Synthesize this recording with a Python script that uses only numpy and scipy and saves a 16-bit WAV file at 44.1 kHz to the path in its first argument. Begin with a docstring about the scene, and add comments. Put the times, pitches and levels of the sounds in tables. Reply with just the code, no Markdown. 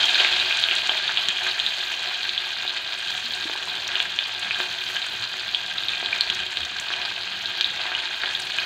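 """Onion frying in a deep pot

Chopped onion fries in hot oil in a deep aluminium pot on a gas stove, close to a hand-held microphone.
Water boils out as thousands of tiny ringing steam bubbles that burst, fiercely at first, then steadily.
Single bubbles pop loudly, oil spits, big bubbles and onion pieces plop, and a low rumble and hum lie below.
Resonances colour the bubbles, pops and plops like the pot; echoes add its walls and the kitchen."""
import sys
import numpy as np
from scipy import signal
from scipy.fft import rfft, irfft
from scipy.io import wavfile
from scipy.ndimage import uniform_filter1d

SR = 44100
rng = np.random.default_rng(int(sys.argv[2]) if len(sys.argv) > 2 else 0)


def file_out(sig):
    """Save sig as 16-bit WAV at sys.argv[1]."""
    # one column per channel
    cols = np.atleast_2d(sig).T
    # limit, then scale
    lim = np.clip(cols, -1, 1)
    pcm = np.round(lim * 32767).astype(np.int16)
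    wavfile.write(sys.argv[1], SR, pcm)


N = 381465
TIME = np.arange(N) / SR  # seconds

# Event levels below are peaks before the gain of their layer and of the kitchen.
# standout steam pops: t/s, level/dB, f/Hz, ring/cycles (shortened in pops)
STEAM_POPS = [(0.0412, -6.5, 3300, 5.5), (0.1455, -6.5, 3800, 2.9), (0.2039, -5.5, 3410, 2),
              (0.2481, -5.5, 2300, 1.2), (0.341, -9, 3730, 2.1), (0.399, -6.5, 3930, 4.3),
              (0.509, -7, 2650, 1.5), (0.6384, -4, 3630, 4.3), (0.6867, -5.5, 3000, 1.5),
              (0.7118, -5, 2940, 1.8), (0.8948, -4, 3200, 2.3), (0.9186, -10.5, 3150, 3.8),
              (1.0787, -9.5, 3560, 3.9), (1.1731, -3.5, 3330, 1.9), (1.2856, -5, 3650, 1.9),
              (1.5993, -6.5, 3480, 3.7), (1.6639, -7, 3700, 5.4), (2.2926, -7.5, 3800, 2.2),
              (2.378, -8.5, 3410, 9.8), (2.678, -11, 3870, 4.6), (3.3365, -11.5, 4030, 3.1),
              (3.9552, -7, 3460, 1.7), (4.0022, -3.5, 3540, 0.98), (4.1889, -4, 3270, 2.3),
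              (4.509, -9, 2500, 3.7), (4.5456, -11, 3500, 5.3), (4.966, -11, 3180, 4.5),
              (5.5471, -5.5, 3300, 4.6), (5.782, -11.5, 3720, 5.7), (5.8846, -9.5, 3700, 4.5),
              (5.8923, -11.5, 3580, 5), (5.9342, -17, 2400, 4.4), (6.0598, -9.5, 3700, 3.5),
              (6.1287, -12, 2360, 7.3), (6.209, -2.5, 4230, 5.7), (6.3002, -5.5, 3430, 1.8),
              (6.5716, -7.5, 3700, 1.4), (7.4578, -11.5, 3800, 4.1), (7.61, -3.5, 3930, 2.1),
              (7.6443, -7, 3740, 8.8), (7.95, -10, 2940, 11), (8.2591, -12.5, 3300, 4.4),
              (8.3504, -8.5, 3440, 4.6), (8.5857, -8.5, 2780, 1.5)]
# the sharpest spits of oil: t/s, level/dB, f/Hz
OIL_SPITS = [(0.056, -22, 6470), (0.572, -25, 6560), (0.7527, -24.5, 7500), (1.2868, -21.5, 6760),
             (3.878, -22.5, 5900), (4.396, -30, 8240), (4.9419, -38, 12700), (6.208, -29, 7960),
             (6.301, -30, 6640), (6.3483, -26, 6160), (6.5705, -38, 7500), (6.6515, -28, 6140),
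             (6.7992, -23.5, 6760), (7.6106, -26.5, 5870), (8.403, -32, 7630), (8.421, -27, 4980),
             (8.4529, -36, 9800)]
# dull plops of big bubbles and of onion pieces landing: t/s, level/dB, f/Hz, ring/cycles
DULL_PLOPS = [(0.8932, -9.5, 1010, 0.48), (0.918, -18.5, 700, 0.5), (1.0933, -12, 1420, 1.05),
              (1.4669, -9, 1650, 0.55), (2.6511, -20, 710, .4), (3.4975, -12.5, 794, 0.25),
              (3.555, -22, 950, 0.97), (3.6743, -25.5, 980, 1.6), (4.0011, -18, 810, 0.36),
              (4.6023, -6, 1060, 0.28), (6.0282, -15.5, 700, 0.28), (6.904, -12, 1140, 0.45),
              (7.8555, -16.5, 1110, 0.63), (7.9181, -11.5, 1300, 0.48), (8.2353, -7.5, 1600, 0.76),
              (8.2395, -14.5, 800, 0.26)]
# soft low bumps: t/s, level/dB, f/Hz, ring/cycles
SOFT_BUMPS = [(1.286, -38, 186, 1.1), (3.24, -46.5, 238, 20), (3.455, -30, 320, 2.5),
              (5.198, -44, 110, 5.8), (6.208, -46, 170, 0.44), (6.301, -35, 170, 0.29),
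              (6.611, -38.5, 75, 1.4), (6.798, -43, 180, 0.8)]

# resonances of the pot and the air in it: f/Hz, width/Hz, boost/dB
POT_MODES = [(367.5, 9.3, 13), (630, 19, 1), (674, 8.9, 5), (732.4, 14, 6.8), (904, 28, 4), (1001, 6.9, 6),
             (1128, 16, 5.5), (1434, 6.7, 4.5), (1516, 26, 3.5), (1607, 44, 10), (1720, 61, 3.5),
             (2463, 86, 8), (3160, 160, 3)]
# broad colour of the frying as it leaves the pot: f/Hz, level/dB
FRYING_COLOUR = [(150, -29.5), (350, -15.5), (500, -18.5), (720, -13), (1130, -15), (1450, -9.5),
                 (2100, -5.5), (3200, 0.5), (4150, 1.5), (4900, -5), (5550, -15), (6600, -16),
                 (10500, -37.5), (15500, -38)]
# broad shape of the flame's rumble, relative only: f/Hz, level/dB per Hz
FLAME_SHAPE = [(20, -27), (42, -21), (58, -4), (80, -4.5), (130, -3.5), (200, -6), (400, -7.5),
               (900, -13.5), (4000, -39)]
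# rumble around the stove, before the gain in stove: t/s, level/dB
RUMBLE_LEVEL = [(0, -58.5), (1.25, -60), (1.6, -61), (2.7, -61), (3.4, -58), (4.2, -59.5), (4.9, -58),
                (5.9, -58), (7.55, -58), (8.1, -60.5), (8.65, -57.5)]
# low hum and resonances around the stove: f/Hz, width/Hz, boost/dB
HUM_AND_RESONANCES = [(60.2, 3.9, 9), (84, 3.4, 3.5), (110, 6.9, 9), (183.8, 3.8, 11), (216, 5.2, 6.5)]

# One row for each bubble size, before the trims in sizzle:
# settled level/dB, extra at the start/dB, share of a surge, share of a handful's flare
LARGE_BUBBLES = (-37, 9.0, 1.0, 0.03)
MIDDLE_BUBBLES = (-31, 11, 0.35, 0.1)
FINE_BUBBLES = (-48.5, 10.5, 0.25, 0.5)
SPRAY_DROPLETS = (-64.5, 8, -0.06, 0.68)
# handfuls of wet onion land and the fine spray flares up: t/s, full flare/dB
ONION_HANDFULS = [(1.36, 4), (2.96, 5.5), (4.5, 6), (5.6, 1.9), (8.22, 4)]
# surges of coarse bubbling: t at the top/s, time from the top to 37 % of the dB/s, full surge/dB
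BUBBLING_SURGES = [(0.22, 0.038, 4), (1.48, 0.087, 2), (2.08, 0.074, 2.0), (3.959, 0.13, 3.5),
                   (4.53, 0.1, 4), (4.97, 0.07, 2.5), (6.18, 0.24, 3), (6.98, 0.11, 3.5), (7.88, 0.26, 3.4),
                   (8.27, 0.09, 3.5), (8.62, 0.072, 3.5)]
# lesser pops at random: rate/per s, level over the crackle/dB, spread/dB, f/Hz, spread/octaves
RANDOM_POPS = (7.0, 14.1, 0.99, 3420, 0.19)
# lesser spits at random: rate/per s, level over the fizz/dB, spread/dB, f/Hz, spread/octaves
RANDOM_SPITS = (4.0, 12, 2.2, 6760, 0.224)

SETTLE_S = 1.15  # time constant of the first fierce boil dying down
FLARE_RISE_S, FLARE_HOLD_S, FLARE_FADE_S = 0.1, 0.35, 0.3
SPRAY_DRIFT_DB = 0.8  # the spray comes in uneven puffs
RANDOM_POP_CYCLES = 3.5  # ring, shortened in pops
EDGE_HZ = 15750  # upper band limit


def sizzle(pot):
    """Large bubbles gurgle, middling ones crackle, the finest fizz, droplets prickle, in shared flurries."""
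    large_db = boiling(*LARGE_BUBBLES) + 0.47
    middle_db = boiling(*MIDDLE_BUBBLES) - 0.3
    fine_db = boiling(*FINE_BUBBLES) - 0.8
    spray_db = boiling(*SPRAY_DROPLETS) + 2
    flurry = wobble(size=500)
    spray_db = spray_db + SPRAY_DRIFT_DB * wobble(size=5000)
    fizz_colour = high_pass(pot, hz=5360, order=6)
    prickle_colour = high_pass(pot, hz=9500, order=4)
    gurgle = swarm(pot, large_db, 1.3 * flurry, low_hz=595, high_hz=1876,
                   per_s=1500, spread_db=3.0, cycles=1.03)
    crackle = swarm(pot, middle_db, 0.84 * flurry, low_hz=2460, high_hz=4460,
                    per_s=1700, spread_db=3.5, cycles=1.25, count=80)
    fizz = swarm(fizz_colour, fine_db, 1.2 * flurry, low_hz=5720, high_hz=10300,
                 per_s=2400, spread_db=4.5, cycles=2.3)
    prickle = swarm(prickle_colour, spray_db, 0.5 * flurry, low_hz=10500, high_hz=16500,
                    per_s=1000, spread_db=4.5, cycles=2.5, count=24)
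    return gurgle + crackle + fizz + prickle


def swarm(colour, level_db, flurry_db, low_hz, high_hz, per_s, spread_db, cycles, count=48):
    """Bubbles of many sizes burst at random, most of them weak."""
    # harder boiling means more bubbles
    chance = per_s / SR * amp(level_db - np.median(level_db))
    luck = np.minimum(rng.exponential(1, N), np.log(120))
    strength = amp(spread_db * luck + flurry_db)
    bursts = strength * rng.choice([-1, 1], N) * (rng.random(N) < chance)
    kind = rng.integers(0, count, N)
    out = np.zeros(N)
    for k, hz in enumerate(np.geomspace(low_hz, high_hz, count)):
        grain = walls(bubble(hz, cycles * rng.uniform(0.27, 1.21), rise_cycles=0.39))
        grain = grain / np.linalg.norm(grain) * np.sqrt(hz)
        out += signal.oaconvolve(bursts * (kind == k), grain)[:N]
    out = signal.oaconvolve(out, colour)[:N]
    # even out the slow level, then follow the wanted one
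    power = uniform_filter1d(out ** 2, size=13000)
    return amp(level_db) * out / np.sqrt(abs(power) + 1e-20)


def boiling(settled_db, start_db, surge_share, flare_share):
    """Level of one bubble size: it settles, and takes its share of each surge and handful's flare."""
    surge_db = sum(db * np.exp(-((TIME - s) / width) ** 2) for s, width, db in BUBBLING_SURGES)
    flare_db = np.zeros(N)
    for s, db in ONION_HANDFULS:
        rise = np.clip((TIME - s) / FLARE_RISE_S, 0, 1)
        fading_s = np.maximum(TIME - s - FLARE_RISE_S - FLARE_HOLD_S, 0)
        flare_db += db * rise * np.exp(-fading_s / FLARE_FADE_S)
    early_db = start_db * np.exp(-TIME / SETTLE_S)
    return settled_db + early_db + surge_share * surge_db + flare_share * flare_db


def bubble(hz, cycles, rise_cycles, size=1024):
    """A bursting bubble rings for a few cycles."""
    turns = np.arange(size) * hz / SR
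    return np.sin(2 * np.pi * turns) * (1 - np.exp(-turns / rise_cycles)) * np.exp(-turns / cycles)


def pops(pot):
    """Big steam bubbles burst with a crack and ring briefly between the pot's walls."""
    out = np.zeros(N)
    lesser = [(*row, RANDOM_POP_CYCLES) for row in strays(boiling(*MIDDLE_BUBBLES), *RANDOM_POPS)]
    for s, db, hz, cycles in STEAM_POPS + lesser:
        burst = bubble(hz, cycles * 0.6, rise_cycles=0.28)
        burst[0] += 1.4 / max(cycles, 1)  # the shorter the ring, the harder the crack
        burst = echoes(burst, echo_db=-4.0, t60=0.07, delay=0.0006)
        add(out, s, amp(db) * peaked(signal.fftconvolve(burst, pot)))
    return amp(1.23) * out


def spits():
    """Droplets of oil snap: a bright click and a very short ring."""
    out = np.zeros(N)
    for s, db, hz in OIL_SPITS + strays(boiling(*FINE_BUBBLES), *RANDOM_SPITS):
        tick = bubble(hz, cycles=1.44, rise_cycles=0.15)
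        tick[0] += 0.45  # the click
        tick = high_pass(tick, hz=0.46 * hz, order=3)
        add(out, s, amp(db) * peaked(walls(tick)))
    return amp(8.5) * out


def strays(level_db, per_s, over_db, spread_db, hz, octaves, count=120):
    """Rows (t/s, level/dB, f/Hz) of chance bursts that stand out of a layer."""
    times = (np.arange(count) + rng.uniform(-1, 1, count)) / per_s
    loud, high = rng.standard_normal((count, 2)).T
    peaks_db = np.interp(times, TIME, level_db) + over_db + spread_db * np.clip(loud, -2, 2)
    pitches_hz = hz * 2 ** (octaves * high)
    return [row for row in zip(times, peaks_db, pitches_hz) if 0 < row[0] < TIME[-1]]


def plops(pot):
    """A blunt push in the oil, and the whole pot answers with its low resonances."""
    out = np.zeros(N)
    for s, db, hz, cycles in DULL_PLOPS:
        push = bubble(hz, cycles, rise_cycles=cycles / 3)
        push = echoes(push, echo_db=-6.0, t60=0.087, delay=0.00088)
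        add(out, s, amp(db) * peaked(signal.fftconvolve(push, pot)))
    return out


def pot_response(size=8192):
    """The pot's answer to one click: its resonances on a broad colour, with no sound before the click."""
    hz = abs(np.fft.fftfreq(size, 1 / SR))
    log_gain = np.log(amp(read(FRYING_COLOUR, hz) + boosts(POT_MODES, hz)))
    # the Hilbert transform finds the phase that puts the answer after the click
    spectrum = np.exp(np.conj(signal.hilbert(log_gain)))
    return np.fft.ifft(spectrum).real[:size // 2]


def walls(x):
    """Every spot in the oil has its own reflections from the pot wall."""
    return echoes(x, echo_db=-4.5, t60=0.025, delay=0.0013)


def kitchen(x, count=5):
    """The room's short tail, changing as the microphone sways over the pot."""
    # fade in turn between several tails, 4.3 of them a second
    turn = TIME * 4.3
    out = np.zeros(N)
    for k in range(count):
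        distance = abs((turn - k + count / 2) % count - count / 2)
        share = np.maximum(1 - distance, 0)
        out += echoes(x * share, echo_db=-7.0, t60=0.88, delay=0.0055)[:N]
    return out


def stove():
    """Shaped noise makes the flame's uneven rumble and the low hum around it; a few soft bumps ring low."""
    hz = np.fft.rfftfreq(N, 1 / SR)
    gain = amp(read(FLAME_SHAPE, hz) + boosts(HUM_AND_RESONANCES, hz))
    rush = evened(irfft(rfft(rng.standard_normal(N)) * gain, N))
    level_db = np.interp(TIME, *np.transpose(RUMBLE_LEVEL)) + 4.5
    out = rush * amp(level_db + 2.15 * wobble(size=2500))
    for s, db, pitch_hz, cycles in SOFT_BUMPS:
        add(out, s, amp(db) * peaked(bubble(pitch_hz, cycles, rise_cycles=0.1, size=8000)))
    return high_pass(out, hz=42.2, order=3)


def echoes(x, echo_db, t60, delay):
    """The direct sound, then dense reflections that die away by 60 dB in t60 seconds."""
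    t = np.arange(int(t60 * SR)) / SR
    tail = rng.standard_normal(len(t)) * np.exp(-np.log(1000) * t / t60) * (t > delay)
    response = amp(echo_db) * tail / np.linalg.norm(tail)
    response[0] = 1
    return signal.fftconvolve(x, response)


def boosts(modes, hz):
    """The dB that a set of resonances adds at each frequency."""
    total_db = 0
    for f, width, db in modes:
        offset = 2 * (hz - f) / width
        total_db = total_db + 10 * np.log10(1 + (amp(db) ** 2 - 1) / (1 + offset ** 2))
    return total_db


def read(points, hz):
    """Reads a spectrum on a log-frequency axis."""
    f, db = np.transpose(points)
    return np.interp(np.log(hz + 1), np.log(f + 1), db)


def high_pass(x, hz, order):
    """Weakens what lies below hz."""
    return signal.sosfilt(signal.butter(order, hz, "high", fs=SR, output="sos"), x)


def wobble(size):
    """Smooth chance of rms 1 that changes over about size samples."""
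    smooth = uniform_filter1d(rng.standard_normal(N), size)
    return evened(uniform_filter1d(smooth, size // 2))


def amp(db):
    """Turns dB into a plain factor."""
    return 10 ** (np.asarray(db) / 20)


def evened(x):
    """Scales to rms 1."""
    return x / np.sqrt(np.mean(x ** 2) + 1e-20)


def peaked(x):
    """Scales to peak 1."""
    return x / (abs(x).max() + 1e-20)


def add(mix, s, sound):
    """Mixes a sound in at s seconds."""
    part = mix[round(s * SR):][:len(sound)]
    part += sound[:len(part)]


def scene():
    """The pot on the stove in a small tiled kitchen."""
    pot = pot_response()
    frying = sizzle(pot) + pops(pot) + spits() + plops(pot)
    return (amp(-0.64) * kitchen(frying) + stove())[None]


def record(dry):
    """The input stage rounds off the loudest peaks; then the highest treble is cut."""
    over = np.maximum(abs(dry) - 0.55, 0)
    rounded = dry - np.sign(dry) * (over - np.tanh(4 * over) / 4)
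    band_limit = signal.firwin(511, EDGE_HZ, window=("kaiser", 9), fs=SR)
    return signal.oaconvolve(rounded, band_limit[None], "same")


dry = scene()
out = record(dry)
file_out(out)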